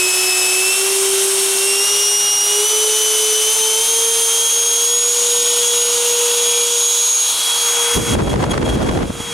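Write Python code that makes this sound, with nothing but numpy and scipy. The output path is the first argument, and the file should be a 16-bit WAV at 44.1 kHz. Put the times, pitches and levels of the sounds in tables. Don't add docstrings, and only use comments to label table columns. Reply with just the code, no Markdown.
import sys
import numpy as np
from scipy import signal
from scipy.fft import rfft, irfft
from scipy.io import wavfile
from scipy.ndimage import uniform_filter1d

SR = 44100
rng = np.random.default_rng(int(sys.argv[2]) if len(sys.argv) > 2 else 0)


def materialize(psi):
    bounded = np.clip(np.atleast_2d(psi).T, -1, 1)
    quanta = np.round(bounded * 32767).astype(np.int16)
    wavfile.write(sys.argv[1], SR, quanta)


N = 411450
TIME = np.arange(N) / SR
FREQS = np.maximum(np.fft.rfftfreq(N, 1 / SR), 1)
LEFT_RIGHT = np.array([[1], [-1]])

# t/s, speed rise/Hz, glide/s, dip delay/s, dip depth/dB
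THROTTLE_STEPS = [(.079, 3.05, .085, .05, 7), (.685, 18.29, .13, .06, 10), (1.643, 5.22, .053, 0, 0),
                  (1.845, 12.61, .074, .025, 11), (2.478, 6.3, .063, 0, 0), (2.647, 15.88, .037, .04, 12),
                  (2.842, 3.64, .189, 0, 0), (3.482, 7.22, .035, .06, 10), (3.816, 17.26, .067, .04, 10),
                  (4.389, 7.47, .056, .11, 11), (4.859, 13.81, .073, 0, 0)]

def shaft_speed(start_hz=367.88, sag_from_s=5.086, sag_hz_per_s=2.0):
    steps = sum(rise_hz * .5 * (1 + np.tanh((TIME - t) / glide_s))
                for t, rise_hz, glide_s, _, _ in THROTTLE_STEPS)
    return start_hz + steps - sag_hz_per_s * np.maximum(TIME - sag_from_s, 0)

# t/s, level/dB
WHINE_LEVEL = [(0.0, -21.5), (0.7, -24.5), (1.1, -42), (1.5, -34), (1.7, -26.5), (1.9, -26), (4.9, -25.5),
               (5.3, -42), (5.7, -24.5), (5.9, -41), (6.1, -34.1), (6.5, -28.5), (7.0, -29.5), (7.1, -40),
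               (7.5, -19), (7.7, -27.5), (8.8, -20.5), (9.33, -19)]
# t/s, level/dB
WHINE_OCTAVE = [(0.0, -25.5), (0.3, -24.5), (0.8, -30.5), (1.5, -34), (1.9, -19.5), (2.3, -17.5),
                (3.1, -23.5), (5.2, -16), (5.5, -19), (6.3, -22.5), (7.2, -17), (7.4, -31.3), (7.7, -22.5),
                (8.0, -27.5), (9.0, -30.1), (9.33, -25)]
# f/Hz, level/dB
WHINE_OVERTONES = [(7700, -26.5), (8400, -25.5), (9050, -32), (9600, -25.5), (10000, -35), (11000, -57),
                   (12200, -52), (13300, -44), (14200, -52), (15500, -59)]

def blade_whine(angle, speed, blades=7, load_db=1, full_load_hz_per_s=100, fade_db=2, flutter_db=1.44):
    swell_db = load_db * np.tanh(np.gradient(speed) * SR / full_load_hz_per_s)
    levels_db = [in_time(WHINE_LEVEL)[0] + swell_db, in_time(WHINE_OCTAVE)[0]]
    for harmonic in (3, 4, 5):
        pitch_db = np.interp(harmonic * blades * speed, *np.transpose(WHINE_OVERTONES))
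        levels_db.append(pitch_db + fade_db * drift(5))
    out = np.zeros((2, N))
    for k, level_db in enumerate(levels_db):
        phase = (k + 1) * blades * angle
        tone = np.sqrt(2) * np.sin(phase) * from_db(flutter_db * drift(5))
        tone += from_db(-17) * narrow_noise(phase, width_hz=28)
        tone += from_db(-19) * narrow_noise(phase, width_hz=170)
        side = from_db(-13 - 5 * k) * narrow_noise(phase, width_hz=5)
        out += from_db(level_db) * (tone + LEFT_RIGHT * side)
    return out

# t/s, centre level/dB, side level/dB
HUM_LEVEL = [(0.0, -27, -34), (0.5, -29.5, -42), (1.1, -22, -38), (2.0, -27.5, -40.4), (2.4, -36, -49.0),
             (2.6, -21, -41.6), (3.0, -27.5, -48), (3.2, -25.5, -39.0), (3.9, -27.5, -55),
             (4.1, -26, -45.9), (4.5, -31.5, -46.4), (4.9, -28, -48.2), (6.3, -23.5, -42),
             (6.7, -27.5, -47), (7.4, -45.5, -68), (7.7, -31.5, -52), (8.0, -24, -40), (9.33, -20, -33.6)]
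# t/s, level/dB
HUM_OCTAVE = [(0.0, -50), (0.3, -35), (1.2, -46.5), (2.4, -37.5), (3.1, -43.5), (3.3, -51), (3.6, -36.5),
              (5.3, -43.5), (6.2, -38.5), (7.3, -45), (8.2, -34), (9.33, -33)]

def shaft_hum(angle, dip_s=0.028, waver_db=0.6, octave_side_db=-8, flutter=0.088):
    centre_db, side_db = in_time(HUM_LEVEL)
    octave_db, = in_time(HUM_OCTAVE)
    dip_db = sum(depth_db * np.exp(-((TIME - t - delay_s) / dip_s) ** 2)
                 for t, _, _, delay_s, depth_db in THROTTLE_STEPS)
    centre = from_db(centre_db - dip_db + waver_db * drift(6.7)) * np.sin(angle)
    side = LEFT_RIGHT * from_db(side_db) * np.cos(angle)
    octave = np.sin(2 * angle) + LEFT_RIGHT * from_db(octave_side_db) * np.cos(2 * angle)
    return np.sqrt(2) * (centre + side + from_db(octave_db) * octave) * (1 + flutter * drift(45))

# t/s, level/dB
WIND_LEVEL = [(7.45, -71), (7.94, -44), (7.975, -8.5), (8.06, -21), (8.135, -9.5), (8.165, -1), (8.5, 1.5),
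              (8.7, 2.5), (9.02, 5), (9.13, -12.5), (9.33, -22)]
# t/s, rumble level/dB, crackle level/dB
WIND_GUSTS = [(7.97, -22.5, -34), (8.154, 0, -23), (8.281, -18, -11), (8.362, -6, -17), (8.403, -6, -19),
              (8.428, -18, -7), (8.442, -22, 1), (8.521, -1, -6), (8.54, -12, 3), (8.58, -3, -13),
              (8.628, -6, -8), (8.894, -2, -5), (9.031, -11, -6.5), (9.103, 1, -28), (9.204, -6.5, -29)]
# f/Hz, relative level/dB
WIND_COLOUR = [(20, -17), (55, 2), (120, 1), (250, -2), (500, -7.5), (1000, -19), (2000, -28), (4000, -36),
               (10000, -45)]
# f/Hz, side against centre/dB
WIND_WIDTH = [(50, -10), (110, -11.5), (200, -5), (380, 0.5), (700, -4), (1300, 1), (3000, -2)]

def buffeting(onset_s=0.5, lump_db=0.44, gust_s=0.0031, tear_db=3.5, split_hz=550):
    wind_db, = in_time(WIND_LEVEL)
    arrival = np.clip((TIME - WIND_LEVEL[0][0]) / onset_s, 0, 1)
    strength = arrival * from_db(wind_db + lump_db * drift(45))
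    crackle_gain = 0
    for t, rumble_db, crackle_db in WIND_GUSTS:
        puff = np.exp(-.5 * ((TIME - t) / gust_s) ** 2)
        strength += from_db(rumble_db) * puff
        crackle_gain += from_db(crackle_db) * puff
    spectrum = air_spectrum(WIND_COLOUR, WIND_WIDTH)
    rumble = band(spectrum, 24, split_hz)
    brightness = (strength / from_db(-1)) ** 0.19
    tearing = band(spectrum, split_hz, 9700) * brightness * from_db(tear_db * drift(130))
    crackle = rms_one(band(spectrum, 750, 11000) * from_db(tear_db * drift(380)))
    return strength * (rumble + tearing) / np.std(rumble) + crackle_gain * crackle, strength

# f/Hz, width/Hz, gain/dB
DUCT_PEAKS = [(764, 55, -4.5), (1500, 280, 2), (2000, 900, 1), (3760, 110, 2.5)]

def duct_gain():
    return from_db(sum(db * np.exp(-(2 * (FREQS - hz) / width) ** 2) for hz, width, db in DUCT_PEAKS))

# t/s, then level/dB of rumble, low roar, high roar, duct noise, hiss, top hiss
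AIR_LEVELS = [(0.0, -39.5, -34, -33, -28, -24, -22.5), (4.5, -42.3, -35.5, -37.5, -27, -23.5, -22),
              (5.1, -41.5, -36, -38.5, -26.5, -22.5, -23.5), (6.6, -42, -35, -38, -27, -25, -25),
              (6.7, -44.5, -37.5, -43, -28, -24, -26.5), (7.3, -44, -35, -39.5, -28, -24.5, -24.0),
              (8.0, -43, -28.5, -30, -29.5, -24.5, -26.5), (8.2, -40, -26.5, -27.5, -26.2, -25, -27.5),
              (9.33, -38, -20.5, -23.5, -22, -20, -23)]
AIR_EDGES = [20, 700, 1500, 2600, 5000, 8500, 17000]
# f/Hz, relative level/dB
AIR_COLOUR = [(40, -27.5), (100, -21), (230, -17.5), (480, -9), (1100, -7.5), (1850, -9), (3200, 3.5),
              (4700, -2), (6500, 2.5), (7900, 0), (9800, 5), (11200, -1), (12500, -8), (15800, -18)]
# f/Hz, side against centre/dB
AIR_WIDTH = [(50, -27), (110, -23), (250, -19), (700, -15.5), (1400, -11.5), (2400, -13.5), (4400, -34),
             (6800, -33), (10000, -60), (15000, -47)]

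def air_rush(surge_db=0.5, flicker_db=0.5):
    spectrum = air_spectrum(AIR_COLOUR, AIR_WIDTH) * duct_gain()
    shared_db = surge_db * drift(27)
    out = np.zeros((2, N))
    for level_db, low_hz, high_hz in zip(in_time(AIR_LEVELS), AIR_EDGES, AIR_EDGES[1:]):
        noise = rms_one(band(spectrum, low_hz, high_hz))
        out += noise * from_db(level_db + shared_db + flicker_db * drift(44))
    return out

# t/s, middle f/Hz, relative level/dB
BENCH_BAND = [(4.9, 3906, -50), (5.4, 3490, -33), (5.8, 3180, -35), (6.3, 3005, -35), (6.6, 3084, -36),
              (6.85, 3666, -34), (7.2, 3950, -35), (7.6, 4220, -33), (7.95, 4440, -74)]

def bench_reflection(half_width_hz=420):
    hz, level_db = in_time(BENCH_BAND)
    phase = 2 * np.pi * np.cumsum(hz) / SR
    lowpass = signal.butter(4, half_width_hz, fs=SR, output="sos")
    noise = signal.sosfilt(lowpass, rng.standard_normal((2, N)))
    return from_db(level_db) * rms_one(noise[0] * np.cos(phase) + noise[1] * np.sin(phase))

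# multiple of the shaft speed, relative level/dB
FAINT_TONES = [(3, -22), (4, -24), (5, -17.5), (6, -21), (8, -10.5), (13, -18), (15, -16), (20, -12.5),
               (22, -29)]

def uneven_blades(angle, wander_db=3, side_db=-11):
    out = np.zeros((2, N))
    for multiple, level_db in FAINT_TONES:
        phase = multiple * angle + rng.uniform(0, 2 * np.pi)
        tone = np.sin(phase) + LEFT_RIGHT * from_db(side_db) * np.cos(phase)
        out += from_db(level_db + wander_db * drift(2.3)) * tone
    return out * from_db(in_time(AIR_LEVELS)[3])

def from_db(db):
    return 10 ** (np.asarray(db) / 20)

def rms_one(x):
    return x / np.sqrt(np.mean(np.abs(x) ** 2) + 1e-20)

def in_time(rows):
    times, *columns = np.transpose(rows)
    return [np.interp(TIME, times, column) for column in columns]

def gain_by_hz(points):
    hz, db = np.transpose(points)
    return from_db(np.interp(np.log(FREQS), np.log(hz), db))

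def drift(rate):
    pole = np.exp(-40 * np.pi * rate / SR)
    noise = rng.standard_normal(N // 20 + 4002)
    slow = signal.lfilter([1], [1, -2 * pole, pole * pole], noise)[4000:]
    return np.interp(np.arange(N) / 20, np.arange(len(slow)), rms_one(slow))

def narrow_noise(phase, width_hz):
    return drift(width_hz) * np.cos(phase) + drift(width_hz) * np.sin(phase)

def air_spectrum(colour, width):
    centre, side = rfft(rng.standard_normal((2, N)))
    return gain_by_hz(colour) * (centre + LEFT_RIGHT * side * gain_by_hz(width))

def band(spectrum, low_hz, high_hz):
    return irfft(spectrum / ((1 + (low_hz / FREQS) ** 16) * (1 + (FREQS / high_hz) ** 16)), N)

def scene(whine_flutter_db=6, air_flutter_db=3.2):
    speed = shaft_speed()
    angle = 2 * np.pi * np.cumsum(speed * (1 + 0.000313 * drift(13.1))) / SR
    wind, strength = buffeting()
    flutter = np.tanh(strength / 0.66) * drift(14)
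    whine = from_db(0.25 + whine_flutter_db * flutter) * blade_whine(angle, speed)
    hum = from_db(0.4) * shaft_hum(angle) + from_db(3.0) * uneven_blades(angle)
    air = from_db(-0.13) * air_rush() + from_db(4.0) * bench_reflection()
    air *= from_db(air_flutter_db * flutter)
    return (whine + hum + air) * from_db(0.05 * LEFT_RIGHT) + from_db(-0.3) * wind

def record(dry, input_db=0.96, ceiling_db=-14.0, window_s=0.006, attack_s=0.0015, release_db_per_s=27):
    boosted = from_db(input_db) * dry
    power = uniform_filter1d(np.mean(boosted ** 2, axis=0), size=int(window_s * SR) + 1)
    over_db = np.maximum(10 * np.log10(np.abs(power) + 1e-12) - ceiling_db, 0)
    recovery_db = release_db_per_s * TIME
    held_db = np.maximum.accumulate(over_db + recovery_db) - recovery_db
    smoothing = np.exp(-1 / (attack_s * SR))
    cut_db = signal.lfilter([1 - smoothing], [1, -smoothing], held_db)
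    limited = np.clip(boosted * from_db(-cut_db), -1, 1)
    treble_cut = signal.ellip(12, .1, 90, 15750, fs=SR, output="sos")
    return signal.sosfilt(treble_cut, limited)


dry = scene()
out = record(dry)
materialize(out)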